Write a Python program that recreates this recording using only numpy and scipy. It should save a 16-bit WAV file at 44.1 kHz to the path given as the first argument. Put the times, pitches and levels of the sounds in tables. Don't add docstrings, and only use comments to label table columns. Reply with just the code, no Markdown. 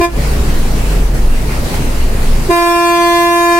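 import sys
import numpy as np
from scipy import signal
from scipy.fft import rfft, irfft, next_fast_len
from scipy.io import wavfile
from scipy.ndimage import uniform_filter1d, minimum_filter1d, map_coordinates

SR = 44100
rng = np.random.default_rng(int(sys.argv[2]) if len(sys.argv) > 2 else 0)


def unload_audio(sound):
    columns = np.transpose(np.atleast_2d(sound))
    steps = np.round(np.clip(columns, -1, 1) * 32767)
    wavfile.write(sys.argv[1], SR, steps.astype(np.int16))


N = 158319
T = np.arange(N) / SR
TOP_HZ = 15800


# valve opens in seconds, valve shuts in seconds, air pressure in dB.
BLASTS = [(-.011, 0.053, -1), (2.482, 3.9, -2)]

def pressure(attack_s=0.033, release_s=0.025):
    rise = lambda start: 1 - np.exp(-(np.maximum(T - start, 0) / attack_s) ** 2)
    fall = lambda stop: np.exp(-np.maximum(T - stop, 0) / release_s)
    return sum(amp(db) * rise(start) * fall(stop) for start, stop, db in BLASTS)


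# multiple of the pitch,
# left level in dB, right level in dB, how far the left ear's wave is ahead in radians.
HORN_PARTIALS = [(1, -16, -14, 0.5), (2, -16, -15.5, 0.34), (3, -13.5, -15, 0.5), (4, -22.5, -27, -2.5),
                 (5, -18.5, -23, -2.0), (6, -26.5, -32, 1.14), (7, -23.5, -26, 0), (8, -35.5, -23.5, 1.5),
                 (9, -37, -35, -1.1), (10, -38, -32.5, 1.5), (11, -35.5, -31.5, 3.5), (12, -40, -42, 3),
                 (13, -31, -33.5, -2.5), (14, -34, -43, -1.5), (15, -42.5, -41, -1), (16, -48, -32, 1.3)]
# frequency in Hz, level of each partial there in dB.
HORN_BUZZ = [(5800, -40), (7500, -40.5), (9500, -40), (12000, -42.5), (14000, -43.5), (15500, -45)]
# frequency in Hz, share from 0 to 1.
ECHO_SHARE = [(344, 0.01), (1000, 0), (1400, 0.09), (1750, 0.12), (2400, 0.16), (3000, 0.59), (9000, 0.88)]
# frequency in Hz, level in dB.
ESCAPING_AIR = [(150, -23), (400, 2), (850, -32), (1300, -1), (1800, 4.5), (3000, -2.5), (4500, -11),
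                (6500, -5), (9000, -6.5), (12000, -25), (16000, -35)]

def horn(pitch_hz=343.85, gain_db=19.5):
    jitter = .00015
    brassy = 1.25
    dispersion_rad = .4
    blow = pressure()
    phase = 2 * np.pi * np.cumsum(pitch_hz * (1 + jitter * wobble(230))) / SR
    drift = lambda per_s: unit(wobble(per_s) + 1j * wobble(per_s))
    note = np.zeros((2, N))
    for k in range(1, int(TOP_HZ / pitch_hz) + 1):
        hz = k * pitch_hz
        if k <= len(HORN_PARTIALS):
            _, left_db, right_db, lead = HORN_PARTIALS[k - 1]
        else:
            left_db = right_db = along(HORN_BUZZ, hz)
            lead = rng.uniform(-np.pi, np.pi)
        share = np.clip(along(ECHO_SHARE, hz), 0, 1)
        strength = np.sqrt(2) * blow ** (1 + brassy * (1 - 1 / k))
        tone = strength * np.exp(1j * (k * phase - dispersion_rad * k * k))
        flutter_depth = .15 * hz / 1000
        for ear, (db, turn) in enumerate([(left_db, lead / 2), (right_db, -lead / 2)]):
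            direct = np.sqrt(1 - share) * np.exp(1j * turn)
            echoes = np.sqrt(share) * unit(drift(per_s=3.498) + flutter_depth * drift(per_s=30))
            note[ear] += amp(db) * np.real(tone * (direct + echoes))
    air = amp(-36) * blow * rush(ESCAPING_AIR, patchy_db=0.5)
    return amp(gain_db) * (note + air)


def first_puff(pitch_hz=380.5, peak_s=0.021, gain_db=-6):
    ages = [np.maximum(T - start, 0) for start, _, _ in BLASTS]
    swell = lambda age: (age / peak_s) ** 2 * np.exp(2 * (1 - age / peak_s))
    return amp(gain_db) * sum(swell(age) * np.sin(2 * np.pi * pitch_hz * age) for age in ages)


# frequency in Hz, seconds to die away by 60 dB.
CAB_RING = [(350, 0.38), (1000, 0.24), (3000, 0.42), (12000, 0.13)]

def cab_ring(sound, gain_db=-17):
    hz, t, noise = signal.stft(rng.standard_normal((2, SR // 2)), SR, nperseg=256)
    ring_s = along(CAB_RING, hz)[:, None]
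    dying = noise * amp(-60 * t / ring_s)
    tail = signal.istft(dying / np.sqrt(ring_s), SR)[1]
    return amp(gain_db) * signal.fftconvolve(sound, tail / np.linalg.norm(tail[0]), axes=1)[:, :N]


# time in seconds, level in dB.
BODY_SHUDDER = [(.15, -15), (.65, -14), (.95, -21), (1.38, -10), (1.52, -19.5), (2.2, -9), (2.44, -15),
                (2.7, -23)]
# time in seconds, pitch in Hz, level in dB.
ENGINE_BOOM = [(0.15, 53.9, -15), (0.28, 54.74, -13), (0.68, 54.23, -18), (0.97, 42.27, -9),
               (1.37, 42.08, -12.5), (1.55, 54.52, -22.5), (2.15, 54.8, -18), (2.33, 43.4, -36.5),
               (2.42, 45.4, -22), (2.46, 46, -25)]

def rumble(shudder_hz=20.87, shudder_gain_db=1.5, boom_gain_db=-2):
    shudder_db, = curves(BODY_SHUDDER)
    boom_hz, boom_db = curves(ENGINE_BOOM)
    shudder = amp(shudder_db + shudder_gain_db) * throb(shudder_hz, wander=0.096, swing_db=4)
    boom = amp(boom_db + boom_gain_db) * throb(boom_hz, wander=0.0653, swing_db=1.5)
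    return shudder + boom


# time in seconds, roar level in dB, hiss level in dB.
ROAD_LEVELS = [(0.2, -22.5, -32.5), (0.82, -23, -34.5), (0.92, -22, -32.5), (1.13, -27.5, -39.5),
               (1.15, -23.5, -34.5), (1.27, -26, -37), (1.74, -22.5, -32.5), (2.03, -24, -35),
               (2.44, -23.5, -33.5)]
# frequency in Hz, level in dB.
TYRE_ROAR = [(12, -14), (30, 6), (60, 4.5), (80, 0), (100, -3.5), (125, -0.5), (155, 0), (185, -8),
             (222, -2.5), (290, -9.5), (420, -8.5), (700, -15), (1100, -20.5), (2000, -36)]
WINDOW_HISS = [(300, -20), (800, 1), (1300, 1.5), (1800, 2), (2700, 0), (3500, -6), (4400, -3),
               (6200, -7.5), (9200, -7.5), (12500, -11.5), (15500, -21.5)]

def road(gain_db=6.5):
    roar_db, hiss_db = curves(ROAD_LEVELS)
    roar = amp(roar_db + gain_db) * rush(TYRE_ROAR, patchy_db=.8)
    hiss = amp(hiss_db + gain_db + 0.75 * wobble(24.05)) * rush(WINDOW_HISS, patchy_db=1.6)
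    return roar + hiss


# frequency in Hz, level in dB.
RATTLE_TONE = [(300, -11), (700, -2), (830, 11), (960, -1), (2000, 0), (4000, -11), (9000, -10),
               (15500, -14)]

def rattle(at_s=1.755, half_length_s=0.027, level_db=-23.5):
    swell = np.exp(-((T - at_s) / half_length_s) ** 2)
    return swell * amp(level_db + 2 * wobble(160)) * rush(RATTLE_TONE, patchy_db=0)


# frequency in Hz, likeness (1 the same, 0 unrelated).
EAR_LIKENESS = [(60, 0.92), (130, 0.94), (290, 0.91), (640, 0.43), (1410, -0.11), (3100, 0.11),
                (6820, 0.065), (15000, 0.058)]

def rush(spectrum, patchy_db):
    noise = signal.stft(rng.standard_normal((2, N)), nperseg=512)[2]
    patches = uniform_filter1d(rng.standard_normal(noise.shape[1:]), size=8, axis=0)
    patches = uniform_filter1d(patches, size=12, axis=1)
    pair = signal.istft(noise * amp(patchy_db * unit(patches)))[1][:, :N]
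    width = lambda hz: np.arccos(np.clip(along(EAR_LIKENESS, hz), -1, 1)) / 2
    response = lambda hz: amp(along(spectrum, hz)) * [np.cos(width(hz)), np.sin(width(hz))]
    mid, side = filtered(pair, response)
    return unit(np.array([mid + side, mid - side]))


def throb(hz, wander, swing_db):
    phase = 2 * np.pi * np.cumsum(hz * (1 + wander * wobble(19))) / SR
    return unit(np.sin(phase) * amp(swing_db * wobble(8.72)))


def amp(db):
    return 10 ** (np.asarray(db) / 20)


def unit(x):
    return x / np.sqrt(np.mean(np.abs(x) ** 2) + 1e-20)


def along(points, hz):
    freqs, values = np.transpose(points)
    return np.interp(np.log(hz + 1), np.log(freqs + 1), values)


def curves(rows):
    times, *columns = np.transpose(rows)
    return [np.interp(T, times, column) for column in columns]


def wobble(per_s):
    coarse = T[::32]
    curve = map_coordinates(rng.standard_normal(size=4096), [coarse * per_s + 2], mode="wrap")
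    return np.interp(T, coarse, curve)


def filtered(x, response):
    size = next_fast_len(N + SR // 2)
    return irfft(rfft(x, size) * response(np.fft.rfftfreq(size, 1 / SR)), size)[..., :N]


def scene():
    blast = horn() + first_puff()
    return blast + cab_ring(blast) + rumble() + road() + rattle()


def record(dry):
    ceiling_db, hold_s, recover_db_per_s = -1, 0.0028, 136
    peak_db = 20 * np.log10(np.abs(dry).max(axis=0) + 1e-9)
    hold = int(hold_s * SR)
    duck_db = minimum_filter1d(np.minimum(ceiling_db - peak_db, 0), hold, origin=hold // 3)
    recovery_db = recover_db_per_s * T
    gain_db = np.minimum.accumulate(duck_db - recovery_db) + recovery_db
    limited = dry * amp(uniform_filter1d(gain_db, size=96))
    return filtered(limited, lambda hz: hz < TOP_HZ)


dry = scene()
out = record(dry)
unload_audio(out)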